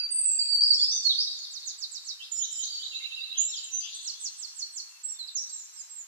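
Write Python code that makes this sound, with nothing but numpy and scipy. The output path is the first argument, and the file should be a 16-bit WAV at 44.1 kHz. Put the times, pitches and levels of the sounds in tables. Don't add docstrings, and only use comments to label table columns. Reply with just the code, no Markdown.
import sys
import numpy as np
from scipy import signal
from scipy.fft import rfft, irfft, next_fast_len
from scipy.io import wavfile
from scipy.ndimage import uniform_filter1d, map_coordinates

SR = 44100
rng = np.random.default_rng(int(sys.argv[2]) if len(sys.argv) > 2 else 0)


def wav_out(sig):
    wavfile.write(sys.argv[1], SR, np.round(np.clip(np.atleast_2d(sig).T, -1, 1) * 32767).astype(np.int16))


N = 267863

# start t/s, length t/s, first f/Hz, last f/Hz, bend (over 1 holds then moves,
# under 1 moves then holds), end level/dB, start over end level/dB
AHEAD_SLURS = [ (-0.12, 0.12, 4765, 4623, 0.99, -28.5, -10), (0.39, 0.066, 4707, 4525, 0.5, -31, 4),
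               (0.49, 0.071, 4620, 4559, 1.36, -20.5, -11), (2.703, 0.069, 4720, 4490, 0.35, -37.5, -1.5),
               (3.635, 0.015, 6930, 7720, 0.41, -48, 8), (4.135, 0.0087, 6140, 6000, 1.1, -51, 1),
               (4.31, 0.017, 6080, 6200, 2.3, -49, -8.5), (4.485, 0.013, 5620, 5900, 1.2, -47, -3),
               (4.66, 0.014, 5540, 5740, 1.24, -49.5, -4.5), (5.085, 0.021, 5570, 5700, 0.63, -54, 8.5),
               (5.758, 0.047, 6540, 4910, 0.27, -52, -4), ]
RIGHT_SLURS = [ (0.72, 0.11, 7480, 6900, 0.9, -43, -14), (1.03, 0.043, 7780, 5550, 0.82, -42, -3.5),
               (1.43, 0.024, 4975, 3580, 1.37, -43, -3), (3.565, 0.035, 5220, 3570, 1, -43.5, 2.5),
               (3.715, 0.082, 5905, 6253, 0.27, -32.5, -7.5), (3.945, 0.027, 8380, 7320, 1.1, -45.5, -2.5),
               (5.19, 0.065, 4470, 3870, 0.47, -46.5, 3.5), (5.274, 0.021, 5100, 3620, 1, -39.5, -10.5), ]
DISTANT_SLURS = [ (-0.1, 0.19, 6300, 6700, 0.77, -74.5, 7), (-0.04, 0.059, 2605, 2635, 1.2, -58.5, 6),
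                 (-0.02, 0.066, 1478, 1400, 0.91, -71, 9.5), (0.01, 0.067, 2150, 2310, 0.65, -67, 0),
                 (0.1, 0.37, 2788, 2490, 0.71, -59.5, -2), (0.775, 0.034, 3224, 3567, 0.46, -46, -2),
                 (0.84, 0.023, 3340, 4320, 1.2, -42, -14.5), (0.92, 0.018, 3630, 3585, 0.8, -45, 1),
                 (0.955, 0.017, 3660, 3540, 1.7, -44.5, -0.5), (2.35, 0.039, 5270, 5660, 1.6, -49, -1.5),
                 (2.05, 0.04, 4310, 4345, 1.6, -54, 5.5), (3.175, 0.047, 4590, 4690, 3.4, -51, -5),
                 (3.482, 0.03, 5580, 5550, 0.97, -48, 3.5), (3.63, 0.047, 3120, 3110, 0.96, -51.5, -3),
                 (4.05, 0.03, 4500, 3714, .7, -44, 0), (4.135, 0.087, 3350, 3770, 1.35, -58.5, -2.5),
                 (2.225, .02, 5080, 5100, 1.1, -53, -3.5), (4.885, 0.087, 2720, 2685, 1.27, -63, -3),
                 (5.14, 0.056, 3630, 3520, 1.8, -63.5, 4), (5.43, 0.006, 5370, 4630, 0.91, -53.5, 2.5),
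                 (5.44, 0.047, 4300, 3740, 0.39, -62, -5), (5.48, 0.015, 4700, 4520, 0.72, -57, -1), ]
# the same columns, then widest pitch swing f/Hz
BUZZ_SLURS = [(3.344, 0.073, 3120, 3050, 1.3, -52, 5.5, 310), (3.8, 0.058, 4800, 4950, 1.5, -48, -7, 290),
              (3, .04, 2200, 2350, 0.85, -60, -0.5, 150), (3.84, .035, 2600, 2350, 0.91, -68, -1, 150),
              (3.81, 0.085, 2850, 3600, 1.4, -51, -3.5, 390), (3.885, 0.16, 4030, 3820, 1.23, -62, 12, 539)]
# start t/s, length t/s, held f/Hz, last f/Hz, bend, end level/dB,
# start over end level/dB
HELD_NOTES = [(2.316, 0.14, 7140, 5894, 4.1, -37.5, 5), (2.515, 0.13, 7417, 6070, 3.1, -36, -4.5),
              (5.032, 0.099, 7790, 7200, 6.8, -42.5, 0), (5.495, 0.13, 7670, 6600, 2.54, -50, 3),
              (5.733, 0.087, 7790, 6360, 3.9, -40.5, -9.5), (5.894, 0.13, 7720, 6600, 3.2, -45, -6)]

# t/s, f/Hz, level/dB
LONG_FALL_SHAPE = [(0.105, 8560, -45), (0.125, 8500, -31.5), (0.15, 8480, -34), (0.2, 8370, -29.5),
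                   (0.24, 8087, -30), (0.28, 7810, -27.5), (0.315, 7630, -32), (0.34, 7596, -31),
                   (0.365, 7400, -42)]
PLUNGE_SHAPE = [(1.045, 4400, -38), (1.054, 4370, -22.5), (1.07, 4330, -22), (1.086, 4260, -28),
                (1.098, 3900, -25.5), (1.11, 3770, -26.5), (1.12, 3530, -33), (1.128, 3050, -44.5)]
# t/s, f/Hz, level/dB
WARBLE_NOTES = [
    [(0.6, 4566, -27.5), (0.632, 4706, -23.5), (0.643, 4910, -25.5), (0.65, 5150, -30.5)],
    [(0.702, 4680, -27.5), (0.72, 4470, -26), (0.732, 4600, -24), (0.74, 5000, -23.5), (0.746, 5580, -25.5)],
    [(0.795, 4620, -31.5), (0.815, 4520, -25.5), (0.83, 4620, -22.5), (0.838, 5140, -24.5),
     (0.85, 5290, -29)],
    [(0.885, 5100, -39.5), (0.905, 5605, -36.5), (0.918, 6050, -34.5), (0.935, 6150, -32.5),
     (0.965, 6120, -36), (0.985, 5860, -34), (1.0, 5510, -37.5)],
    [(1.178, 4500, -33.5), (1.195, 4800, -28.5), (1.204, 5150, -27), (1.213, 6000, -32.5)],
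    [(1.228, 5050, -37.5), (1.256, 4620, -36.5), (1.263, 4090, -44.5), (1.272, 3853, -36),
     (1.29, 3730, -46.5)],
]
# t/s, f/Hz, level/dB
CLIMB_SHAPE = [(3.372, 5980, -46.5), (3.385, 6590, -30), (3.41, 7016, -29.5), (3.45, 7250, -40.5),
               (3.49, 7440, -42), (3.515, 7450, -48)]
WAVE_SHAPE = [(5.347, 6530, -47.5), (5.357, 6760, -35), (5.373, 5720, -38), (5.39, 5480, -39.5),
              (5.422, 5970, -39), (5.453, 5904, -52.5)]
HOOK_SHAPE = [(1.366, 6700, -56), (1.375, 7240, -52), (1.4, 6480, -47.5)]
# t/s, f/Hz, level/dB
DROP_SHAPE = [(3.508, 4700, -52.5), (3.522, 4000, -39.5), (3.535, 3450, -41), (3.555, 3084, -43),
              (3.578, 3060, -50)]

QUICK_FALL_NOTE = dict(length=.075, first_hz=7930, last_hz=3705, bend=1.6, entry_db=-6, easing=1.7, swell_db=7.5)
# start t/s, level/dB
QUICK_FALL_RUN = [(1.513, -48), (1.648, -47), (1.781, -45.5), (1.913, -46.5), (2.047, -45.5)]
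# t/s after the start, f/Hz, level/dB over the run's
HOOKED_FALL_SHAPE = [(-0.01, 7800, -20.5), (0.012, 8230, -5.5), (0.035, 7500, -6.5), (0.047, 6850, 1),
                     (0.058, 5720, 4.5), (0.07, 4830, -2.5), (0.082, 4287, 4), (0.088, 4120, -2.5)]
# start t/s, level/dB
HOOKED_FALL_RUN = [(4.021, -41), (4.198, -41.5), (4.373, -42), (4.546, -43), (4.722, -43)]
FLICK_NOTE = dict(length=.038, first_hz=3640, last_hz=4060, bend=1.4, entry_db=-11, swell_db=1)
# start t/s, level/dB
FLICK_RUN = [(2.836, -36), (2.931, -35), (3.024, -33), (3.115, -35), (3.207, -33.5), (3.295, -34.5)]
LOW_DIP_NOTE = dict(length=0.032, first_hz=2820, last_hz=2668, bend=1, entry_db=3.5, easing=2.35)
# start t/s, level/dB
LOW_DIP_RUN = [(2.204, -53.5), (2.919, -50), (2.978, -52), (3.044, -50), (3.107, -49), (3.171, -45.5),
               (3.239, -54), (3.322, -53.5)]
# t/s after the start, f/Hz, level/dB over the run's
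PICKUP_SHAPE = [(-.036, 5700, -13.5), (-.026, 5160, -9.5), (-.016, 4700, -15)]
RISE_SHAPE = [(0, 3037, -8), (.02, 3082, -1.5), (.032, 3387, -2.5), (.046, 3873, 5), (.054, 4350, -4.5),
              (.062, 5070, -4)]
# start t/s, level/dB
RISE_RUN = [(2.192, -44.5), (2.392, -42.5), (2.586, -40), (2.787, -39.5)]
# start t/s, first f/Hz, level/dB
TICK_NOTES = [(2.892, 5110, -55), (3.058, 5300, -58), (3.15, 5200, -57), (3.291, 4900, -56.5),
              (3.358, 5090, -56.5)]

# multiple of the pitch, level/dB
AHEAD_PARTIALS = [(1.5, -43), (2, -46), (3, -42)]
RIGHT_PARTIALS = [(1.5, -46)]
# f/Hz, decay by 60 dB t/s
WOOD_DECAY = [(2500, 3), (4500, 2.13), (8000, 2.36)]
# f/Hz, level/dB per Hz
LEAF_SPECTRUM = [(200, -35), (400, -23), (600, -15), (800, -5), (1000, -1), (1500, 0), (2200, 0),
                 (5000, .5), (9000, -2), (11500, -3), (13000, -5), (14300, -7.5), (15300, -11)]
# f/Hz, correlation from -1 to 1
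LEAF_LIKENESS = [(250, -.3), (600, .3), (1200, .15), (2500, -.1), (8000, -.3), (14000, -.4)]
# t/s, level/dB
SIZZLE_SWELL = [(0, -88), (2.2, -79.5), (2.4, -69.5), (2.65, -61.5), (2.9, -82.5), (3.5, -79.5),
                (3.998, -77), (4.5, -84), (6.1, -76.5)]

FADE = 0.005
LEAD = SR // 4
ENTRY_SETTLES = 0.87
LEAD_IN_HZ, LEAD_IN_S, LEAD_IN_DB = 700, 0.0048, -8
DIP_HZ, DIP_S = 458, 0.0194
TICK_S, TICK_FALL_HZ = 0.012, 296
BUZZ_RATE_HZ, BUZZ_SWELL_DB = 90, 7
BUZZ_NARROW = 0.51
RASP_RATE, FLUTTER_RATE = 220, 62.5
CLUMP_DB, CLUMP_RATE = 2.5, 45
TWIG_T60 = 0.055
STIR_DB, STIR_RATE = 1.13, 45
SIZZLE_HZ, SIZZLE_WIDE_HZ = 10800, 1100
TOP_HZ = 15500


def singer_ahead():
    place = dict(pan_db=-10.0, echo_pan_db=-0.1, direct_db=-1.5,
                 near_db=2.5, far_db=-7.0, near_t60=0.42, alike=0.35)
    clear = bird(slurs(AHEAD_SLURS) + [LONG_FALL_SHAPE], AHEAD_PARTIALS,
                 flutter_db=1.5, rasp=0.0023, blur=0.16, **place)
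    plunge = bird([PLUNGE_SHAPE], AHEAD_PARTIALS, flutter_db=2.0, rasp=0.004, blur=0.25, **place)
    warble = bird(WARBLE_NOTES, AHEAD_PARTIALS, flutter_db=4.0, rasp=0.011, blur=0.75, **place)
    return clear + plunge + warble


def singer_right():
    shaped = [CLIMB_SHAPE, WAVE_SHAPE, HOOK_SHAPE]
    holds = [held(*row) for row in HELD_NOTES]
    quick = run_of(QUICK_FALL_NOTE, QUICK_FALL_RUN)
    hooked = [np.add(HOOKED_FALL_SHAPE, [s, 0, db]) for s, db in HOOKED_FALL_RUN]
    return bird(slurs(RIGHT_SLURS) + shaped + holds + quick + hooked, RIGHT_PARTIALS,
                flutter_db=3.0, rasp=0.0015, blur=0.08,
                pan_db=-17.0, echo_pan_db=0.0, direct_db=-2.0,
                near_db=1.5, far_db=-7.0, near_t60=0.3, alike=0.28)


def neighbour():
    rises = [np.add(part, [s, 0, db]) for s, db in RISE_RUN for part in (PICKUP_SHAPE, RISE_SHAPE)]
    ticks = [glide(s, TICK_S, hz, hz - TICK_FALL_HZ, 1.0, db, 0) for s, hz, db in TICK_NOTES]
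    return bird(rises + ticks, [], flutter_db=2.9, rasp=0.013, blur=0.8,
                pan_db=-6.5, echo_pan_db=-0.5, direct_db=-3.0,
                near_db=1.5, far_db=-1, near_t60=0.34, alike=0.041)


def flicks_and_dips():
    return bird(run_of(FLICK_NOTE, FLICK_RUN) + run_of(LOW_DIP_NOTE, LOW_DIP_RUN), [],
                flutter_db=1.5, rasp=0.0027, blur=0.2,
                pan_db=-13, echo_pan_db=-1.5, direct_db=-1.0,
                near_db=0.0, far_db=-3.0, near_t60=0.32, alike=0.11)


def distant_birds():
    buzzes = [buzz(*row) for row in BUZZ_SLURS]
    return bird(slurs(DISTANT_SLURS) + [DROP_SHAPE] + buzzes, [],
                flutter_db=4.0, rasp=0.012, blur=0.85,
                pan_db=13.0, echo_pan_db=-1.7, direct_db=-2.5,
                near_db=2.9, far_db=-3.5, near_t60=0.36, alike=0.044)


def bird(notes, tones, flutter_db, rasp, blur, pan_db, echo_pan_db, direct_db, near_db, far_db, near_t60, alike):
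    direct_gain = amp(direct_db) * np.array([[amp(pan_db / 2)], [-amp(-pan_db / 2)]])
    echo_gain = amp([[echo_pan_db / 2], [-echo_pan_db / 2]])
    out = np.zeros((2, LEAD + N + 2 * SR))
    for note in notes:
        note = np.array(note)
        voice = whistle(note, tones, flutter_db, rasp)
        path = echoes(note[:, 1].mean(), near_db, far_db, near_t60, alike) * echo_gain
        sound = signal.fftconvolve(voice[None], path, axes=1)
        echo_norm = np.linalg.norm(voice) * np.linalg.norm(path, axis=1)[:, None]
        sound = sound * echo_norm / np.linalg.norm(sound, axis=1)[:, None]
        stir = amp(STIR_DB * wobble(sound.shape[1], STIR_RATE))
        sound = sound * stir / np.sqrt(np.mean(stir ** 2))
        direct = through_twigs(voice, blur)
        sound[:, :len(direct)] += direct_gain * direct
        start = LEAD + round((note[0, 0] - FADE) * SR)
        out[:, start:start + sound.shape[1]] += sound
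    return out[:, LEAD:LEAD + N]


def whistle(note, tones, flutter_db, rasp):
    s, hz, db = note.T[:3]
    t = np.arange(s[0] - FADE, s[-1] + FADE, 1 / SR)
    pitch = uniform_filter1d(np.interp(t, s, hz), size=200, mode="nearest")
    pitch = pitch * (1 + 0.003776 * wobble(len(t), 50) + rasp * wobble(len(t), RASP_RATE))
    if note.shape[1] > 3:
        shake = np.sin(2 * np.pi * (BUZZ_RATE_HZ * t + 0.308 * wobble(len(t), 40)))
        pitch = pitch + np.interp(t, s, note[:, 3]) * shake
    phase = 2 * np.pi * np.cumsum(pitch) / SR
    from_end = np.minimum(t - t[0], t[-1] - t)
    ends = np.sin(np.pi / 2 * np.clip(from_end / (2 * FADE), 0, 1)) ** 2
    wave = np.sin(phase) + sum(amp(level) * np.sin(k * phase) for k, level in tones)
    level_db = np.interp(t, s, db) + flutter_db * wobble(len(t), FLUTTER_RATE)
    return np.sqrt(2) * amp(level_db) * ends * wave


def glide(s, length, first_hz, last_hz, bend, db, entry_db, easing=1, swell_db=0):
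    u = np.linspace(0, 1, num=24)
    done = 1 - (1 - u ** bend) ** easing
    level_db = db + entry_db * (1 - u) ** ENTRY_SETTLES + swell_db * np.sin(np.pi * u)
    return np.transpose([s + length * u, first_hz + (last_hz - first_hz) * done, level_db])


def slurs(rows):
    return [glide(*row) for row in rows]


def run_of(shape, starts):
    return [glide(s, db=db, **shape) for s, db in starts]


def held(s, length, held_hz, last_hz, bend, db, entry_db):
    note = glide(s, length, held_hz, last_hz, bend, db, entry_db)
    since = note[:, 0] - s
    lead, dip = np.exp(-since / LEAD_IN_S), np.exp(-since / DIP_S)
    return note + np.transpose([0 * lead, LEAD_IN_HZ * lead - DIP_HZ * dip, LEAD_IN_DB * lead])


def buzz(*row):
    note = glide(*row[:-1], swell_db=BUZZ_SWELL_DB)
    middle = np.sin(np.linspace(0, np.pi, len(note)))
    return np.column_stack([note, row[-1] * (BUZZ_NARROW + (1 - BUZZ_NARROW) * middle)])


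def through_twigs(voice, blur):
    blur = np.clip(blur, 0, 1)
    t = np.arange(SR // 10) / SR
    paths = rng.standard_normal(len(t)) * amp(-60 * t / TWIG_T60)
    paths = np.sqrt(blur) * paths / np.linalg.norm(paths)
    paths[0] = np.sqrt(1 - blur)
    smeared = signal.fftconvolve(voice, paths)
    return smeared * np.linalg.norm(voice) / np.linalg.norm(smeared)


def echoes(hz, near_db, far_db, near_t60, alike):
    t = np.arange(round(1.5 * SR)) / SR
    shared, own = rng.standard_normal((2, len(t)))
    alike = np.clip(alike, 0, 1)
    pair = np.array([shared, -alike * shared + np.sqrt(1 - alike ** 2) * own])
    near = amp(-60 * t / near_t60)
    far = amp(-60 * t / along(WOOD_DECAY, hz)) * (1 - np.exp(-t / 0.045))
    near_power = amp(near_db) ** 2 * near ** 2 / np.sum(near ** 2)
    far_power = amp(far_db) ** 2 * far ** 2 / np.sum(far ** 2)
    clumps = amp(CLUMP_DB * wobble(len(t), CLUMP_RATE))
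    return pair * np.sqrt(near_power + far_power) * clumps


def leaves(level_db=-58):
    def mid_side(hz):
        turn = np.arccos(np.clip(along(LEAF_LIKENESS, hz), -1, 1)) / 2
        return amp(along(LEAF_SPECTRUM, hz)) * [np.cos(turn), np.sin(turn)]

    mid, side = filtered(rng.standard_normal((2, N)), mid_side)
    pair = np.array([mid + side, mid - side])
    return amp(level_db) * pair / pair.std()


def sizzle():
    band = filtered(rng.standard_normal((2, N)),
                    lambda hz: np.exp(-((hz - SIZZLE_HZ) / SIZZLE_WIDE_HZ) ** 2))
    level_db = np.interp(np.arange(N) / SR, *np.transpose(SIZZLE_SWELL))
    return amp(level_db) * band / band.std()


def amp(db):
    return 10 ** (np.asarray(db) / 20)


def along(points, hz):
    f, v = np.transpose(points)
    return np.interp(np.log(hz + 1), np.log(f + 1), v)


def wobble(count, rate):
    knots = int(count * rate / SR) + 4
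    fine_at = np.arange(8 * knots) / 8
    fine = map_coordinates(rng.standard_normal(knots), [fine_at])
    return np.interp(np.arange(count) * rate / SR, fine_at, fine)


def filtered(x, response):
    m = next_fast_len(N + 8192)
    return irfft(rfft(x, m) * response(np.fft.rfftfreq(m, 1 / SR)), m)[..., :N]


def scene():
    near_birds = singer_ahead() + singer_right() + neighbour() + flicks_and_dips()
    return near_birds + distant_birds() + leaves() + sizzle()


def record(dry):
    return filtered(dry, lambda hz: hz < TOP_HZ)


dry = scene()
out = record(dry)
wav_out(out)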